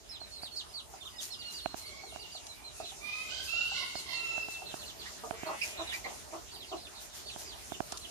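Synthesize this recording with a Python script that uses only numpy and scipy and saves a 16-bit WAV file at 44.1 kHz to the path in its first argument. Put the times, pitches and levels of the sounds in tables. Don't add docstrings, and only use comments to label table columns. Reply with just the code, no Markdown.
import sys
import numpy as np
from scipy import signal
from scipy.io import wavfile
from scipy.ndimage import map_coordinates

SR = 44100
rng = np.random.default_rng(int(sys.argv[2]) if len(sys.argv) > 2 else 0)


def generate_wav(signal):
    frames = np.transpose(np.atleast_2d(signal))
    scaled = np.clip(frames, -1, 1) * 32767
    pcm = np.round(scaled).astype(np.int16)
    wavfile.write(sys.argv[1], SR, pcm)


N = 357210
TIME = np.arange(N) / SR

# frequency in Hz, relative strength in dB per Hz.
AIR_SPECTRUM = [(30, -9), (348, -7.5), (502, 1.5), (651, -4), (1760, -13.5), (7000, -9), (12700, -20.5)]
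# time in seconds, level in dB.
AIR_SWELL = [(0, -53.5), (1.3, -51.5), (2.65, -51), (3.1, -49), (6.1, -46), (6.6, -50.5), (8.1, -47)]
# frequency in Hz, left minus right in dB.
NOISE_SIDES = [(60, -2.5), (380, 2.5), (2380, -4.5), (15000, 2.5)]

# start in seconds, length in seconds, top pitch in Hz, level in dB.
TWITTER_CALLS = [(.09, 0.041, 5320, -45.5), (.2, 0.057, 4260, -47), (.31, 0.1, 4350, -48.5),
                 (.427, 0.022, 4900, -44.5), (.51, 0.075, 4406, -47.5), (.557, 0.04, 5160, -49),
                 (1.16, .05, 5100, -53), (1.315, 0.046, 5340, -48.5), (1.435, 0.083, 4380, -45),
                 (1.605, 0.081, 4340, -47.5), (1.69, 0.053, 4300, -51), (1.78, 0.084, 4280, -51.5),
                 (1.853, 0.048, 4520, -47), (2.487, 0.048, 4110, -49), (2.64, 0.059, 4180, -46.5),
                 (3.29, 0.031, 4970, -55), (3.745, .06, 4270, -44), (3.95, 0.063, 4350, -43),
                 (3.95, 0.046, 5030, -45), (4.125, 0.087, 4400, -41.5), (5.46, 0.023, 4640, -45),
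                 (5.77, 0.055, 4025, -41), (6.76, 0.056, 4160, -52.5), (6.935, 0.064, 4260, -52)]
# start in seconds, length in seconds,
# top pitch in Hz, level in dB.
PEEP_CALLS = [(0.113, 0.067, 4190, -47), (0.416, 0.07, 4500, -44.5), (0.56, 0.058, 4560, -39.5),
              (.735, 0.077, 4560, -42.5), (1.007, 0.034, 3620, -47), (1.052, 0.033, 3740, -43),
              (1.183, 0.032, 3800, -42.5), (1.302, 0.054, 4320, -43), (1.389, 0.046, 4720, -44.5),
              (1.534, 0.083, 4780, -44.5), (2.008, 0.13, 4420, -53.5), (2.19, 0.059, 4780, -49.5),
              (2.317, 0.073, 4760, -45.5), (2.832, 0.03, 3870, -47), (2.839, 0.085, 4130, -47.5),
              (3.445, 0.053, 5020, -47), (4.511, 0.07, 4040, -47.5), (4.655, 0.08, 4180, -44.5),
              (4.788, 0.056, 4310, -46), (4.849, 0.066, 4480, -48.5), (4.98, 0.057, 4830, -50.5),
              (5.871, 0.061, 3880, -39.5), (6.51, 0.067, 4590, -50), (6.542, .11, 4580, -48.5),
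              (6.663, 0.073, 4570, -50.5), (6.785, 0.092, 5090, -51), (7.248, 0.11, 4560, -48.5),
              (7.266, 0.04, 3800, -48), (7.456, 0.088, 4830, -48), (7.72, 0.035, 3630, -48),
              (8.011, 0.049, 4220, -45)]
# start in seconds, starting pitch in Hz, level in dB.
SQUEAK_CALLS = [(5.054, 1960, -45.5), (5.612, 2480, -32.5), (5.92, 1950, -37), (5.93, 2380, -38.5),
                (6.041, 2106, -40.5)]
SCATTER_S = 4.45
BOTTOM_HZ, TWITTER_SAG, SQUEAK_SAG = 2650, 0.1203, 0.025
LIFT_HZ, TOP_AT = 241, 0.202
CALM_FALL_POWER, SHAKY_FALL_POWER = 1.9, 1.6
SQUEAK_S = 0.032

# start in seconds, peak in dB (average of both sides), hardness in dB.
KNOCK_HITS = [(.215, -39, 0), (.433, -35, -9), (1.659, -20.5, 9), (1.743, -28.5, -14), (2.16, -32, 8),
              (3.954, -30, -1), (4.379, -29.5, 6), (4.485, -34.5, -12), (4.741, -29.5, -20),
              (5.309, -24, 2), (5.433, -28.5, -30), (7.361, -34, -10), (7.72, -27, -22), (7.804, -21, -19),
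              (7.924, -31.5, 2)]
# frequency in Hz, time to fade by 60 dB in seconds,
# level in dB, share of the hardness it takes on.
CASE_MODES = [(89.5, 0.016, -17.5, 1), (342, 0.009, 6, 0.082), (681, 0.014, 8.5, 0.27),
              (1544, 0.0068, 2.5, 0.29), (2400, 0.0016, 16.5, 0.43)]
KNOCK_PAN_DB = -34
CONTACT_S = .0011

# start in seconds, level in dB.
PECK_HITS = [(.938, -35.5), (2.036, -36.5), (2.124, -38.5), (2.35, -37), (2.801, -27), (2.842, -44),
             (2.92, -41), (3.535, -39), (3.717, -33.5), (4.62, -33.5), (5.272, -37)]

# start in seconds, length in seconds, pitch at start in Hz, pitch at end in Hz,
# level of the clear voice in dB, level of the hoarse breath in dB.
SQUEAL_CALLS = [(1.118, 0.064, 982, 950, -57, -79), (1.365, 0.19, 1419, 1430, -55, -65.5),
                (1.807, 0.24, 1080, 1111, -58.5, -64), (2.105, 0.19, 1388, 1430, -58, -62.5),
                (2.464, 0.26, 1137, 1200, -65, -78.5), (2.733, 0.13, 1330, 1264, -87, -56.5),
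                (2.99, 0.43, 1015, 1052, -58, -61), (3.002, 0.26, 1162, 1275, -45, -56),
                (3.28, 0.17, 1461, 1593, -44.5, -47), (3.468, 0.21, 1309, 1388, -37.5, -47),
                (3.525, 0.17, 1452, 1436, -42, -59), (3.617, 0.23, 1518, 1405, -43.5, -45.5),
                (3.718, 0.15, 1096, 994, -62, -42.5), (4.045, 0.14, 1051, 1008, -59, -43.5),
                (4.069, 0.39, 1365, 1312, -40.5, -60.5)]
# frequency in Hz, gain in dB.
SQUEAL_THROAT_GAINS = [(1000, -12.5), (1400, -18.5), (2050, 0), (2750, 3), (3400, -15), (5100, -18)]

# moment of full weight in seconds, level in dB.
TREADS = [(1.229, -39), (1.53, -45), (1.78, -43), (3.45, -42), (4.0, -48), (4.52, -47), (4.76, -47.5),
          (5.651, -40), (5.94, -42), (7.019, -46), (7.16, -43), (7.399, -43.5)]
# start in seconds, peak in dB.
STALK_SNAPS = [(2.467, -32), (7.921, -24), (7.973, -29.5)]
# frequency in Hz, relative strength in dB per Hz.
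STRAW_SPECTRUM = [(300, 4), (700, 14), (3000, 17), (6500, 25), (15000, 15)]
PRESS_S, LIFT_S = 0.035, 0.092

# start in seconds, length in seconds, level in dB, mouth opening from 0 to 1,
# starting pitch in Hz.
HEN_CLUCKS = [(5.233, 0.023, -42.5, 0.7, 242), (5.315, 0.034, -46.5, 0.77, 253),
              (5.446, 0.12, -44, 1, 315.3), (5.778, 0.066, -45, 0.75, 341.8),
              (6.042, 0.052, -46.5, 0.76, 275), (6.318, 0.059, -45.5, 0.62, 348.3),
              (6.711, 0.051, -42.5, 0.4, 367.6)]
# frequency in Hz, width in Hz, level in dB at half-open mouth.
HEN_THROAT = [(385, 175, 2), (686, 390, 3.5), (1173, 490, 0.5)]
CLUCK_SAG, CLUCK_JITTER, CLUCK_NOISE = .14, .07, 1.0

# time in seconds, pulse rate in Hz, level in dB.
BUZZ_COURSE = [(5.33, 193.3, -62.5), (5.451, 197, -54), (5.849, 204.5, -57), (5.98, 210.6, -59)]

PEEP_ECHO_DB, CLUCK_ECHO_DB, FAR_ECHO_DB = -4, 2, -2
# frequency in Hz, width in Hz.
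PORT_DIPS = [(515, 104), (7800, 260)]
CUTOFF_HZ = 15500


def amp(db):
    return 10 ** (np.asarray(db) / 20)


def rms_one(x):
    return x / np.sqrt(np.mean(x ** 2) + 1e-20)


def at_hz(points, hz):
    points = np.array(points)
    return np.interp(np.log(hz), np.log(points[:, 0]), points[:, 1])


def drift(rate, size=N):
    steps = np.arange(size) * 2 * rate / SR
    points = rng.standard_normal(int(steps[-1]) + 4)
    return map_coordinates(points, [steps + 1], order=3)


def resonance(x, hz, width_hz):
    r = np.exp(-np.pi * width_hz / SR)
    feed = np.array([1, 0, -1]) * (1 - r * r) / 2
    return signal.lfilter(feed, [1, -2 * r * np.cos(2 * np.pi * hz / SR), r * r], x)


def band(x, low_hz, high_hz):
    return signal.sosfilt(signal.butter(2, [low_hz, high_hz], "band", fs=SR, output="sos"), x)


def add(out, s, sound):
    i = round(s * SR)
    out[..., i:i + sound.shape[-1]] += sound[..., :N - i]


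def note(length, rise, fall):
    u = np.linspace(0, 1, round(length * SR))
    ramp = np.minimum(u / rise, (1 - u) / fall)
    return u, np.sqrt(np.clip(ramp, 0, 1))


def cycles(hz):
    return 2 * np.pi * np.cumsum(hz) / SR


def sides(pan_db):
    return amp(np.array([pan_db, -pan_db]) / 2)


def place(x, pan_db, lag):
    left = np.interp(np.arange(N) - lag, np.arange(N), x)
    return sides(pan_db)[:, None] * np.array([left, x])


def banded_noise(spectrum, patchy_db, grains=1):
    out = 0
    edges = 30 * 2 ** np.arange(0, 9.6, .5)
    white = rng.standard_normal((2, 2, N)) * grains
    for k, (low, high) in enumerate(zip(edges, edges[1:])):
        hz = np.sqrt(low * high)
        flicker = amp(at_hz(spectrum, hz) + patchy_db * drift(9))
        gain = flicker * sides(at_hz(NOISE_SIDES, hz))[:, None]
        out = out + gain * band(white[k % 2], low, high)
    return rms_one(out)


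def shed(x, t60, cut_hz):
    t = TIME[:round(SR * .5)]
    fade = amp(-60 * t / t60) * (t > .004)
    tail = band(rng.standard_normal((2, len(t))), 170, cut_hz) * fade
    tail = tail / np.sqrt(np.sum(tail ** 2) / 2)
    return signal.oaconvolve(x[None], tail, axes=1)[:, :N]


def air():
    s, level_db = np.transpose(AIR_SWELL)
    noise = amp(np.interp(TIME, s, level_db)) * banded_noise(AIR_SPECTRUM, 3.16)
    rumble = rms_one(resonance(rng.standard_normal(N), 52.0, 34.0))
    rumble = rumble * amp(-61.0 + 2 * drift(1.46))
    return noise + place(rumble, -10.5, -120)


def chatter(count=36):
    s, top, length, faint = rng.random((count, 4)).T
    rows = [s * N / SR, .04 + .05 * length, 3700 + 1700 * top, -59 - 6 * faint]
    return np.transpose(rows).tolist()


def chicks():
    out = np.zeros(N)
    calls = [(*row, BOTTOM_HZ) for row in PEEP_CALLS]
    for row in list(TWITTER_CALLS) + chatter():
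        calls.append((*row, row[2] * (1 - TWITTER_SAG)))
    for s, length, top, level_db, end in calls:
        calm = s < SCATTER_S
        u, env = note(length, 0.18, 0.3 if calm else .05)
        rise = LIFT_HZ * np.clip(1 - u / TOP_AT, 0, 1) ** 2
        fallen = np.clip((u - TOP_AT) / (1 - TOP_AT), 0, 1)
        fall = (top - end) * fallen ** (CALM_FALL_POWER if calm else SHAKY_FALL_POWER)
        shake = .006 if calm else .045
        wobble = shake * drift(92.7 if calm else 190.0, len(u))
        turn = cycles((top - rise - fall) * (1 + wobble))
        flutter_db = (1 if calm else 3.5) * drift(63.6, len(u))
        swell_db = 3.3 * (u - 1.0) * (s > SCATTER_S)
        tone = np.sin(turn) + amp(-16.0) * np.sin(2 * turn)
        add(out, s, amp(level_db + flutter_db + swell_db) * env * tone)
    for s, pitch, level_db in SQUEAK_CALLS:
        u, env = note(SQUEAK_S, 0.18, 0.82)
        turn = cycles(pitch * (1 - SQUEAK_SAG * u + .065 * drift(200, len(u))))
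        tone = np.sin(turn) + amp(-8.0) * np.sin(2 * turn)
        add(out, s, amp(level_db + 2.6 * drift(66, len(u))) * env * tone)
    return out


def knocks():
    out, t = np.zeros((2, N)), TIME[:SR // 6]
    near = sides(KNOCK_PAN_DB) / np.mean(sides(KNOCK_PAN_DB))
    for s, peak_db, hard_db in KNOCK_HITS:
        ring = 0
        for hz, t60, db, share in CASE_MODES:
            ring = ring + amp(db + share * hard_db - 60 * t / t60) * np.sin(2 * np.pi * hz * t)
        ring = ring * np.minimum(t / CONTACT_S, 1)
        add(out, s, -amp(peak_db) * near[:, None] * ring / np.abs(ring).max())
    return out


def pecks():
    out, t = np.zeros(N), TIME[:SR // 20]
    spreads = rng.uniform(0.86, 1.143, len(PECK_HITS))
    for (s, level_db), spread in zip(PECK_HITS, spreads):
        low = np.sin(2 * np.pi * 720 * spread * t) * amp(-60 * t / 0.032)
        high = .6 * np.sin(2 * np.pi * 1300 * spread * t) * amp(-60 * t / 0.0097)
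        add(out, s, amp(level_db) * (low + high) * np.minimum(t / CONTACT_S, 1))
    return out


def squeals():
    out = np.zeros(N)
    orders = (1, 2, 3, 4, 5)
    for s, length, start, end, voice_db, breath_db in SQUEAL_CALLS:
        rising = end > start
        u, env = note(length, 0.2 if rising else .55, 0.28)
        glide = 1 - (1 - u) ** 2 if rising else u ** 2
        shake = .003 + .03 * min(amp(breath_db - voice_db), 1)
        hz = start + (end - start) * glide
        turn = cycles(hz * (1 + shake * drift(60.82, len(u))))
        stack, hoarse = 0, 0
        for k in orders:
            throat_db = at_hz(SQUEAL_THROAT_GAINS, k * start)
            stray = k ** 3 / 80 * drift(70, len(u))
            stack = stack + amp(throat_db) * np.sin(k * turn + stray)
            hoarse = hoarse + amp(throat_db / 2) * drift(50.0 * k, len(u)) * np.sin(k * turn)
        breath = hoarse + 3.0 * band(rng.standard_normal(len(u)), 3500, 4970)
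        voice = amp(voice_db + (1.3 + 58 * shake) * drift(32.0, len(u))) * stack
        add(out, s, env ** 2 * (voice + amp(breath_db) * rms_one(breath)))
    return out


def straw():
    sizes = amp(3.2 * np.minimum(rng.exponential(1, N), 4))
    grains = sizes * (rng.random(N) < 4000 / SR)
    press = np.zeros(N)
    for s, level_db in TREADS:
        press += amp(level_db) * np.interp(TIME, [s - PRESS_S, s, s + LIFT_S], [0, 1, 0])
    out = press * banded_noise(STRAW_SPECTRUM, 2.0, grains + .5)
    t = TIME[:SR // 100]
    for s, peak_db in STALK_SNAPS:
        burst = rng.standard_normal((2, len(t))) * amp(-60 * t / 0.042)
        snap = band(burst, 3400, 7800)
        add(out, s, amp(peak_db) * snap / np.abs(snap).max())
    return out


def hen():
    out = np.zeros(N)
    for s, length, level_db, mouth, pitch in HEN_CLUCKS:
        u, env = note(length, 0.17, 0.43)
        turn = cycles(pitch * (1 - CLUCK_SAG * u + CLUCK_JITTER * drift(72.8, len(u))))
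        pulses = amp(3.5 * drift(100, len(u))) * np.exp(6 * (np.cos(turn) - 1))
        pulses = pulses * (1 + CLUCK_NOISE * rng.standard_normal(len(u)))
        voice = 0
        for k, (hz, width, db) in enumerate(HEN_THROAT):
            ring = resonance(resonance(pulses, hz, width), hz, width)
            gain = amp(db + 13.0 * (mouth - .5) * k) * (-1) ** k
            voice = voice + gain * env ** k * ring
        add(out, s, amp(level_db) * env * env * rms_one(voice))
    return out


def buzz():
    s, rate_hz, level_db = np.transpose(BUZZ_COURSE)
    turn = cycles(np.interp(TIME, s, rate_hz) * (1 + 0.0036 * drift(11.0)))
    pulses = np.exp(300 * (np.cos(turn) - 1))
    pulses = band(band(pulses, 1850, 3500), 1530, 3300)
    level = amp(np.interp(TIME, s, level_db, left=-120, right=-120))
    return level * rms_one(pulses)


def scene():
    peeps, clucks, taps, far = chicks(), hen() + buzz(), pecks(), squeals()
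    echo_feed = amp(PEEP_ECHO_DB) * (peeps + taps) + amp(CLUCK_ECHO_DB) * clucks
    echoes = shed(echo_feed, 0.15, 10300)
    flock = place(peeps, -9.0, -7.0) + place(clucks + taps, -3.0, -9.0) + echoes
    distant = place(far, -15.0, -7.0) + amp(FAR_ECHO_DB) * shed(far, 0.99, 5200)
    return flock + distant + knocks() + straw() + air()


def record(dry):
    dry = signal.sosfilt(signal.butter(6, 48, "high", fs=SR, output="sos"), dry)
    for hz, width in PORT_DIPS:
        dry = dry - resonance(dry, hz, width)
    return signal.sosfilt(signal.cheby2(14, 70, CUTOFF_HZ, fs=SR, output="sos"), dry)


dry = scene()
out = record(dry)
generate_wav(out)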